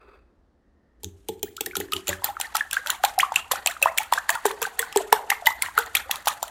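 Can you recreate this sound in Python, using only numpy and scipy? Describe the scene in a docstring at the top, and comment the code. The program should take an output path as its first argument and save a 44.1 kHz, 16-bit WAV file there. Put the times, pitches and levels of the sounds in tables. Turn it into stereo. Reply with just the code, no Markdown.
"""A steel fork beats eggs in a ceramic bowl, six strokes a second: noise bursts through glaze resonances
clink over ringing tine sines; plops and short knocks, of air in the egg and of the struck bowl, are
damped sines, steady or gliding, over grainy, noisy slosh. Early blows boom in the wooden board as
decaying sines, until a hand lifts the bowl. First the fork is dragged off the board, as resonant noise;
the quiet kitchen adds decaying noise tails, room tone, a far rumble and a faint swish, all shaped noise."""
import sys
import numpy as np
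from scipy import signal
from scipy.fft import rfft, irfft, next_fast_len
from scipy.io import wavfile
from scipy.ndimage import map_coordinates

SR = 44100
rng = np.random.default_rng(int(sys.argv[2]) if len(sys.argv) > 2 else 0)


def unload_wav(signal):
    """Save mono or channel-first audio to the path in sys.argv[1] as 16-bit WAV at rate SR, clipped to [-1, 1]."""
    wavfile.write(
        sys.argv[1],
        SR,
        np.round(np.clip(np.atleast_2d(signal).T, -1, 1) * 32767).astype(np.int16),
    )


N = 286650

# Contacts of the tines with the bowl: t/s, relative level/dB
TINE_CONTACTS = [(1.033, -23.5), (1.0437, -23.5), (1.2859, -13.5), (1.393, -41), (1.4293, -12.5),
                 (1.566, -22), (1.6076, -13), (1.66, -15), (1.7536, -14.5), (1.7668, -11.5), (1.8016, -12),
                 (1.9205, -16), (1.9332, -10.5), (1.9645, -19), (2.071, -18.5), (2.08, -8), (2.09, -7),
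                 (2.2429, -6), (2.26, -21), (2.3996, -14.5), (2.4112, -11), (2.5476, -15.5), (2.5531, -9.5),
                 (2.567, -11.5), (2.71, -21), (2.73, -7.5), (2.7416, -18.5), (2.765, -25.5), (2.861, -21.5),
                 (2.871, -17), (2.883, -22), (2.9012, -8), (2.919, -23), (3.0362, -9.5), (3.048, -8.5),
                 (3.075, -45), (3.1884, -8.5), (3.2032, -9.5), (3.321, -27), (3.3408, -24), (3.3581, -7),
                 (3.393, -24.5), (3.5134, -11.5), (3.517, -4.5), (3.559, -26.0), (3.6605, -12.5),
                 (3.671, -8.5), (3.6978, -26), (3.712, -25), (3.817, -24.5), (3.826, -4.5), (3.976, -11),
                 (3.982, -7), (4.031, -24), (4.1231, -11.5), (4.1348, -9), (4.1836, -22), (4.2917, -8.5),
                 (4.302, -7.5), (4.351, -18.5), (4.454, -6.5), (4.463, -9.5), (4.512, -24), (4.6175, -9.5),
                 (4.627, -11.5), (4.792, -5.5), (4.817, -22), (4.925, -23.5), (4.96, -14), (4.972, -10.5),
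                 (5.1265, -6.5), (5.3014, -7), (5.458, -15.5), (5.4681, -7.5), (5.6218, -7), (5.656, -27),
                 (5.751, -36), (5.776, -14.5), (5.7864, -7), (5.861, -32), (5.951, -4.5), (5.969, -16),
                 (6.1111, -6.5), (6.157, -23), (6.223, -38), (6.2568, -19), (6.272, -12.5), (6.278, -6),
                 (6.283, -11.5), (6.337, -30), (6.428, -13.5), (6.479, -26.5)]
# Resonances of bowl and tines: f/Hz, width/Hz, relative level/dB
GLAZE_MODES = [(2780, 990, 5.5), (3924, 920, 6), (5810, 930, 3.5), (7620, 900, 6), (9740, 950, 5.5),
               (12930, 1190, 7), (15100, 730, 2)]
# Ringing of the tines: f/Hz, relative level/dB, t60/s
TINE_MODES = [(3375, -14.5, 0.11), (4430, -4, 0.015), (7270, -0.5, 0.028), (9510, -0.5, 0.017),
              (11700, -3.5, 0.022)]
# scatter of the glaze resonances from contact to contact: log pitch, level in dB
SPOT_SHIFT, SPOT_DB = .05, 3


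def clinks():
    """Each contact is a short rattle of steel on glaze plus the ring of the tines, damped by the egg."""
    out = np.zeros((2, N))
    t, hz_bins = np.arange(4096) / SR, np.fft.rfftfreq(4096, 1 / SR)
    noise = pair(0.27) * amp(4.43 * wobble(900))
    top_share = 1 / (1 + (9000 / (hz_bins + 1)) ** 8)  # opens above 9 kHz
    for (s, db), bright_db in zip(TINE_CONTACTS, brightness()):
        attack = 1 - np.exp(-t / 0.0011)
        decay = amp(-60 * t / 0.0089) + amp(-16.5 - 60 * t / 0.036)  # quick knock, slower rattle
        burst = amp(db + 2.5) * attack * decay * np.roll(noise, -round(s * SR), axis=1)[:, :t.size]
        # every spot of the bowl answers with its own pitches and strengths, at equal overall gain
        scatter = rng.standard_normal((len(GLAZE_MODES), 2))
        spot = [(hz * np.exp(SPOT_SHIFT * a), width, level_db + SPOT_DB * b)
                for (hz, width, level_db), (a, b) in zip(GLAZE_MODES, scatter)]
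        response = resonances(spot)(hz_bins)
        usual_gain = np.linalg.norm(resonances(GLAZE_MODES)(hz_bins))
        evened = response * usual_gain / np.linalg.norm(response)
        colour = evened * (1 - top_share + top_share * amp(bright_db))
        add(out, s, irfft(rfft(burst) * colour))
        # the fork turns, so each mode reaches the two ports at a new strength and phase
        for hz, level_db, t60 in TINE_MODES:
            spread_db, phase = rng.normal(0, 3.8, (2, 1)), rng.uniform(0, 2 * np.pi, (2, 1))
            tilt_db = bright_db * (hz > 9000)
            fade = amp(db + level_db + tilt_db + spread_db - 14.5 - 60 * t / t60)
            add(out, s, fade * np.sin(2 * np.pi * hz * t + phase))
    return out


# a contact with another this close behind is a landing; under this table level, a light touch
BOUNCE_S, LIGHT_DB = .016, -18
# top treble: cushioned by egg, or steel on bare glaze
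LANDING_DULL_DB, LIGHT_DULL_DB, BARE_BRIGHT_DB = -4.5, -5, 1


def brightness():
    """Top treble of each contact in dB: landings and light touches are cushioned by egg."""
    s, db = np.transpose(TINE_CONTACTS)
    landing = np.diff(s, append=np.inf) < BOUNCE_S
    return np.where(landing, LANDING_DULL_DB, np.where(db < LIGHT_DB, LIGHT_DULL_DB, BARE_BRIGHT_DB))


# Plops and short knocks: air pockets in the egg and damped tones of the struck bowl, steady or gliding:
# t/s, relative level/dB, starting f/Hz, glide/share of f (falls stop at -1/4), t60/s before the extra fade
PLOP_TONES = [(1.459, -39, 1360, 0.7, 0.17), (1.579, -36.5, 1247, 0.6, 0.092),
              (1.662, -20, 1730.0, 0.5, 0.036), (1.711, -29.5, 2150, 0.7, 0.022),
              (1.733, -29, 1450, 0.5, 0.027), (1.754, -20, 1334, 0.5, 0.025),
              (1.811, -23, 1680.0, 2, 0.023), (1.885, -30.5, 1700, 1, 0.011),
              (1.923, -13.5, 1252, 0.0, 0.047), (1.934, -11, 2665, 1.15, 0.013),
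              (1.965, -15, 3200, -0.5, 0.016), (2.09, -26.5, 577, 0.0, 0.13), (2.1, -23, 2060, -2, 0.022),
              (2.129, -21.5, 1795, -0.4, 0.055), (2.221, -25, 885, 0.5, 0.045),
              (2.243, -8.5, 750, 0.2, 0.01), (2.288, -19.5, 815, 0, 0.071), (2.368, -24, 1370, 0, 0.033),
              (2.4, -10, 832, -0.5, 0.019), (2.445, -26, 2000, -0.5, 0.086), (2.55, -13, 788, 0.17, 0.034),
              (2.551, -10, 1313, -0.5, 0.041), (2.608, -15.5, 1720, -0.06, 0.036),
              (2.728, -17.5, 1540, 0.6, 0.043), (2.768, -12.5, 1540, 0.5, 0.054),
              (2.861, -16.5, 1410, 1, 0.017), (2.996, -35.5, 746, 0, 0.094),
              (2.897, -11.5, 1340, 1.5, 0.015), (3.038, -5.5, 1450, 0.5, 0.0066),
              (3.039, -7, 718, 0.7, 0.061), (3.179, -9.5, 753, 0.04, 0.049), (3.197, -9.5, 1504, 3, 0.086),
              (3.23, -8, 1010, 0.54, 0.042), (3.32, -18, 857, 0.36, 0.039), (3.36, -1.5, 2720, 0.7, 0.02),
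              (3.393, -18, 3250, -0.0, 0.02), (3.513, -10, 966, 2.5, 0.017),
              (3.517, -16.5, 565, -0.5, 0.026), (3.535, -15.5, 735, 0.5, 0.019),
              (3.556, -19, 1292, 0.5, 0.051), (3.662, -11, 746, -0.1, 0.014),
              (3.673, -7, 2640, 0.76, 0.024), (3.71, -21, 1740, -0.31, 0.022),
              (3.766, -31, 1270, 0.1, 0.019), (3.817, -12, 786, 0.5, 0.013), (3.826, -25, 550, 0.0, 0.095),
              (3.826, -9.5, 2360, 0.2, 0.038), (3.856, -20.5, 655, 0, 0.18), (3.858, -1, 887, 0.8, 0.036),
              (3.864, -18.5, 1600, 0.7, 0.041), (3.871, -18, 1106, 1.5, 0.1), (3.985, -8, 2220, 1, 0.0097),
              (4.004, -16, 880, 0.1, 0.03), (4.125, -4.5, 984, -0.5, 0.033), (4.135, -11, 1800, 0.5, 0.015),
              (4.175, -13, 1150, 0.3, 0.035), (4.177, -10, 1550, 0.3, 0.045),
              (4.293, -18, 956, -0.3, 0.061), (4.293, -6.5, 1670, -0.5, 0.015), (4.351, -22, 900, 0, 0.05),
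              (4.351, -22, 900, 0, 0.05), (4.353, -21, 1450, -0.3, 0.096), (4.453, -11, 1480, 2, 0.01),
              (4.454, -10, 452, -0.3, 0.074), (4.455, -2.5, 890, -0.16, 0.013),
              (4.508, -12.5, 1120, 0, 0.015), (4.619, -10.5, 906, 0.5, 0.024), (4.619, -8, 1540, 1, 0.0075),
              (4.619, -20.5, 457, 0.0, 0.085), (4.652, -14.5, 1450, 0.3, 0.02),
              (4.667, -20, 810, 0.1, 0.038), (4.793, -9.5, 1774, 0.06, 0.017),
              (4.798, -26.5, 462, 0.0, 0.12), (4.827, -16, 1550, 0.0, 0.037), (4.96, -5, 900, -0.2, 0.017),
              (4.961, -8.5, 426, -0.12, 0.11), (5.0, -22.5, 735, -0.5, 0.058),
              (5.124, -12.5, 1586, 1.4, 0.029), (5.125, -13, 432, 0.0, 0.087), (5.127, 3, 840, 0.94, 0.018),
              (5.15, -18.5, 961, -0.54, 0.12), (5.165, -24.5, 1600, -0.5, 0.053),
              (5.3, -17, 2850, -5, 0.023), (5.303, -6, 1940, -1, 0.015), (5.316, -18, 860, -0.091, 0.049),
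              (5.317, -13.5, 1906, 1.07, 0.045), (5.324, -12, 1210, 0.1, 0.029),
              (5.422, -31, 723, -0.13, 0.091), (5.463, -7, 3050, -0.3, 0.015),
              (5.468, -17, 844, 0.1, 0.062), (5.47, -9, 1900, 0.0, 0.037), (5.484, -6, 904, -0.1, 0.023),
              (5.506, -19, 1000, 1, 0.025), (5.622, -11, 2384, -0.3, 0.028), (5.661, -19, 1750, 0.5, 0.033),
              (5.685, -25, 970, 0.1, 0.03), (5.778, -1, 1380, 0.24, 0.039), (5.951, -5.5, 2060, 2, 0.025),
              (5.968, -6, 3230, 0.9, 0.018), (6.095, -17.5, 800, -0.15, 0.039),
              (6.11, -11.5, 2740, -0.1, 0.012), (6.142, -26, 840, 0.2, 0.03), (6.271, -4, 778, 0.4, 0.026),
              (6.279, -15, 1360, 0, 0.016), (6.428, -9, 750, 2.3, 0.02)]
GLIDE_S = 0.0261  # time constant as the glide levels off
BREAK_S, BREAK_DB = 0.04, 13  # wide gliders die early: dB lost by BREAK_S per unit of glide
LOW_CUT = .75  # each tone is high-passed at this share of its lowest pitch
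# shake of a tone in log pitch and in level; calmer below the steady pitch
WAVER, TREMBLE_DB, STEADY_HZ = .035, 5, 800


def plops():
    """Each plop or knock is one damped, trembling sine, steady or gliding to a new pitch."""
    out, steps = np.zeros(N), np.arange(SR // 5)
    t = steps / SR
    shaking = np.array([wobble(150), wobble(200)])
    for s, db, hz, glide, t60 in PLOP_TONES:
        # pitch and strength shake less in the deep tones
        waver, tremble = shaking[:, (round(s * SR) + steps) % N] * min(hz / STEADY_HZ, 1) ** 2
        bend = 1 + max(glide, -1 / 4) * (1 - np.exp(-t / GLIDE_S))
        break_db = BREAK_DB * abs(glide) * (t / BREAK_S) ** 2
        attack = (1 - np.exp(-t * hz / 0.26)) ** 2
        fade = amp(db - 60 * t / t60 - break_db + TREMBLE_DB * tremble) * attack
        cycles = hz * np.cumsum(bend * np.exp(WAVER * waver)) / SR
        tone = fade * np.sin(2 * np.pi * cycles)
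        highpass = signal.butter(3, LOW_CUT * hz * bend.min(), "high", fs=SR)
        add(out, s, signal.lfilter(*highpass, tone))
    return out


# Effort of the beating: t/s, gurgle level/dB, wet hiss level/dB (both before strokes and grains)
BEATING_EFFORT = [(1.0, -88, -66), (1.5, -67.5, -57), (2.2, -46.5, -48), (5.9, -42, -46.5), (6.5, -46, -49)]
# Colour of the gurgle: f/Hz, relative level/dB per Hz
GURGLE_COLOUR = [(300, -17), (500, -15), (800, 0.5), (1100, -12), (1900, 2.5), (2400, -19), (4500, -13),
                 (7000, -74)]
# Colour of the wet hiss: f/Hz, relative level/dB per Hz
HISS_COLOUR = [(1500, -15), (3000, -7), (5000, -15.5), (7000, -7.5), (13000, -14.5), (16000, -35)]


def slosh():
    """Folding egg: bubbles on a lumpy gurgle, and a wet hiss in which films snap while the fork moves."""
    gurgle, hiss = curves(BEATING_EFFORT)
    lumps = amp(6.2 * wobble(70))
    body = unit(filtered(pair(0.65) * lumps, lambda hz: amp(along(GURGLE_COLOUR, hz))))
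    shimmer = amp(3 * wobble(120))
    film = unit(filtered(pair(0.27) * shimmer, lambda hz: amp(along(HISS_COLOUR, hz))))
    bubbles = grains(count=1300, hz=1251, spread=0.3304, cycles=6.4, size_db=4.0)
    blips = grains(count=400, hz=1198.0, spread=0.35, cycles=10.5, size_db=1, rise=0.0592)
    # separate grains left and right
    snaps = np.array([grains(count=1600, hz=3388, spread=0.394, cycles=7.2, size_db=5) for _ in "LR"])
    ticks = np.array([grains(count=500, hz=6600, spread=0.46, cycles=2.7, size_db=4.5) for _ in "LR"])
    splash = strokes(swell=0.18, t60=0.064)
    folding = strokes(swell=0.084, t60=0.16)
    gurgling = gurgle * folding * (body + 0.75 * bubbles + 0.9 * blips)
    snapping = 0.94 * np.minimum(splash, 1) * (snaps + 0.2 * ticks)
    return gurgling + hiss * splash * (film + snapping)


def strokes(swell, t60):
    """Effort curve of mean 1: the fork enters just before each contact, ploughs on, then the egg settles."""
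    out, t = np.full(N, .03), np.arange(SR // 4) / SR
    for s, db in TINE_CONTACTS:
        plough = swell * np.exp(-((t - rng.normal(.048, .005)) / .022) ** 4)
        entry = (1 - np.exp(-t / .006)) ** 2
        add(out, s - .009, amp(db) * (amp(-60 * t / t60) * entry + plough))
    return out / out.mean()


def grains(count, hz, spread, cycles, size_db, rise=0.04):
    """Short damped tones of rising pitch, scattered in time; spread is in log pitch."""
    s, pitch = rng.uniform(0, N, count), rng.normal(0, 1, count)
    size = np.minimum(rng.exponential(1, count), 3)
    t = np.arange(1500) / SR
    tone_hz = np.minimum(hz * np.exp(spread * pitch), SR / 3)[:, None]
    life = t * tone_hz / cycles
    fade = amp(size_db * size)[:, None] * life * np.exp(-2 * life)
    tone = fade * np.sin(2 * np.pi * tone_hz * t * (1 + rise * life))
    places = s.astype(int)[:, None] + np.arange(t.size)
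    return unit(np.bincount(places.ravel(), tone.ravel(), N + t.size)[:N])


# Blows that reach the board: t/s, relative level/dB, boom/dB (extra in the lowest modes)
BOARD_BLOWS = [(1.034, -38.5, 3), (1.289, -30.5, -9), (1.431, -31, -11), (1.607, -30.5, -15),
               (1.669, -34.5, -11), (1.767, -31, -6), (1.801, -29, -10.5), (1.931, -31.5, -4.5),
               (2.084, -29, 2.5), (2.24, -48, -37)]
# Modes of the wood: f/Hz, relative level/dB, t60/s
BOARD_MODES = [(91.3, -1, 0.33), (187.3, -7, 0.216), (283, -10, 0.29), (347.1, -7.5, 0.25),
               (379.5, -6, 0.33), (407, 2.5, 0.08), (427.3, -2, 0.11), (812, 2.5, 0.035)]


def board():
    """Blows pass through the foot of the bowl into the wood, which swells up softly; flat blows boom."""
    out, t = np.zeros(N), np.arange(SR // 3) / SR
    for s, db, boom_db in BOARD_BLOWS:
        for hz, level_db, t60 in BOARD_MODES:
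            boom_share = np.clip(1.4 - hz / 220, 0, 1)
            size = amp(db + level_db + boom_db * boom_share + rng.normal(0, 2.2))
            swell = (1 - np.exp(-t * hz / 0.93)) ** 2
            tone = np.sin(2 * np.pi * hz * rng.normal(1, 0.022) * t)
            add(out, s, size * amp(-60 * t / t60) * swell * tone)
    return out * amp(3.5 * wobble(60))


# Fork along the wood: t/s, level/dB
DRAG_LEVEL = [(0, -59), (.02, -51), (.06, -53), (.13, -54), (.147, -47.5), (.18, -59), (.4, -82)]
# Resonances of the scraping: f/Hz, width/Hz, relative level/dB
SCRAPE_MODES = [(412, 46, 13.5), (1300, 250, 6), (2600, 110, 0), (3400, 300, -14), (4820, 210, -14),
                (7900, 130, -27)]


def drag():
    """The fork slips unevenly over the wood before it lifts: wavering noise through resonances."""
    slips = pair(0.16) * amp(2 * wobble(120))
    return curves(DRAG_LEVEL)[0] * unit(filtered(slips, resonances(SCRAPE_MODES)))


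# Differences of near sources at the two ports: f/Hz, left-right level/dB, left lead/rad
PORT_DIFFERENCES = [(100, 0, 0), (420, -2, .2), (900, 5, .4), (1400, 13, .5), (2000, 12, -1),
                    (2400, -2, -1.5), (2850, -10, 1), (3500, 5, .3), (4700, -3, -.3), (6400, 5, -1.3),
                    (9700, -4, -2.1), (12000, 2, -2.1), (16000, 2, 0)]


def ports(x):
    """Each band reaches the two ports with its own level difference and phase lead, total power kept."""
    side = np.array([[.5], [-.5]])

    def response(hz):
        level_db, lead = along(PORT_DIFFERENCES, hz), along(PORT_DIFFERENCES, hz, axis=2)
        even_power = np.sqrt(np.cosh(level_db * np.log(10) / 20))
        return amp(side * level_db) * np.exp(1j * side * lead) / even_power

    return filtered(x, response)


# Reverberation of the room: f/Hz, t60/s
KITCHEN_DECAY = [(150, 0.93), (1000, 0.37), (5000, 0.2), (15000, 0.24)]


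def kitchen(x):
    """Each frequency of the tail dies at its own speed; the moving bowl gets a new tail each 1/6 s."""
    out, step = np.zeros((2, N)), SR // 6
    for start in range(0, N, step):
        hz, t, z = signal.stft(rng.standard_normal((2, SR // 2)), SR, nperseg=256)
        decay = amp(-60 * t / along(KITCHEN_DECAY, hz)[:, None])
        tail = signal.istft(z * decay, SR, nperseg=256)[1]
        tail = tail / np.linalg.norm(tail[0])
        wet = signal.fftconvolve(x[None, start:start + step], tail, axes=1)
        add(out, start / SR + .006, wet)  # 6 ms before the room answers
    return out


# Colour of the room tone: f/Hz, relative level/dB per Hz
AIR_COLOUR = [(12, -60), (20, -15), (56, -0.5), (86, -28), (210, -15.5), (248, -14.5), (422, -18.5),
              (1760, -29.5), (2260, -39), (4810, -43), (16000, -62)]
# Stereo width of the room tone: f/Hz, left-right likeness (1 alike, -1 opposed)
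AIR_LIKENESS = [(30, 0.87), (70, 1), (300, 0.75), (950, -0.45), (15000, -0.32)]
# Far rumble that comes and goes: t/s, level/dB
RUMBLE_LEVEL = [(0, -65.5), (2.4, -65), (3.5, -60.5), (5.2, -73), (5.5, -56), (6.5, -63)]
# Faint narrow swish near 1.9 kHz: t/s, level/dB
SWISH_LEVEL = [(.58, -92), (.63, -80), (1.05, -77)]
AIR_DB = -61  # room tone before its slow drift


def air():
    """Noise as room tone, alike in the bass and opposed in the treble, with the rumble and the swish."""

    def mid_side(hz):
        turn = np.arccos(np.clip(along(AIR_LIKENESS, hz), -1, 1)) / 2
        return amp(along(AIR_COLOUR, hz)) * [np.cos(turn), np.sin(turn)]

    mid, side = filtered(rng.standard_normal((2, N)), mid_side)
    low = filtered(pair(1.0), lambda hz: resonances([(68, 30, 0)])(hz) ** 2)
    rumble = curves(RUMBLE_LEVEL)[0] * unit(low)
    narrow = filtered(pair(0.21), lambda hz: resonances([(1850, 200, 0)])(hz) ** 2)
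    swish = curves(SWISH_LEVEL)[0] * unit(narrow)
    drift = amp(wobble(3.4))
    return amp(AIR_DB) * drift * unit(np.array([mid + side, mid - side])) + rumble + swish


def amp(db):
    """Decibels to linear gain."""
    return 10 ** (np.asarray(db) / 20)


def unit(x):
    """x scaled to an RMS of 1."""
    return x / np.sqrt(np.mean(x ** 2) + 1e-20)


def along(points, hz, axis=1):
    """One column of (Hz, ..) points, interpolated on a log frequency axis."""
    p = np.array(points, float)
    return np.interp(np.log(hz + 1), np.log(p[:, 0] + 1), p[:, axis])


def curves(rows):
    """Gains per sample for each dB column, at -120 dB outside the rows."""
    s, *cols = np.transpose(rows)
    return [amp(np.interp(np.arange(N) / SR, s, c, left=-120, right=-120)) for c in cols]


def wobble(rate):
    """A smooth random curve, rate knots a second."""
    knots = rng.standard_normal(int(N * rate / SR) + 4)
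    return map_coordinates(knots, [np.arange(N) * rate / SR])


def filtered(x, response):
    """x times a complex response of frequency."""
    m = next_fast_len(N + SR // 2)
    return irfft(rfft(x, m) * response(np.fft.rfftfreq(m, 1 / SR)), m)[..., :N]


def resonances(modes):
    """Causal response of (Hz, width, dB) modes, with alternating signs."""
    return lambda f: sum((-1) ** k * amp(db) * 1j * f * w / (c * c - f * f + 1j * f * w)
                         for k, (c, w, db) in enumerate(modes))


def add(track, s, sound):
    """Mixes a short sound in at time s."""
    start = round(s * SR)
    part = track[..., start:start + sound.shape[-1]]
    part += sound[..., :part.shape[-1]]


def pair(alike):
    """Stereo white noise of the given left-right likeness."""
    a, b = rng.standard_normal((2, N))
    turn = np.arccos(np.clip(alike, -1, 1)) / 2
    mid, side = np.cos(turn) * a, np.sin(turn) * b
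    return np.array([mid + side, mid - side])


def scene():
    """Mixes the bowl, its echoes near and far, the board, the drag and the room tone."""
    near = clinks() + plops() + slosh()
    wood = board()
    direct = ports(near + amp(-31.0) * kitchen(near.mean(0)))
    room = amp(-13.0) * kitchen(near.mean(0) + wood)
    return direct + wood + room + drag() + air()


TOP_HZ = 16600  # upper band limit


def record(dry):
    """A soft ceiling rounds the loudest clinks; a steep low-pass then removes what lies above the band limit."""
    capped = dry / (1 + np.abs(dry / .95) ** 6) ** (1 / 6)
    return filtered(capped, lambda hz: 1 / (1 + (hz / TOP_HZ) ** 90))


dry = scene()
out = record(dry)
unload_wav(out)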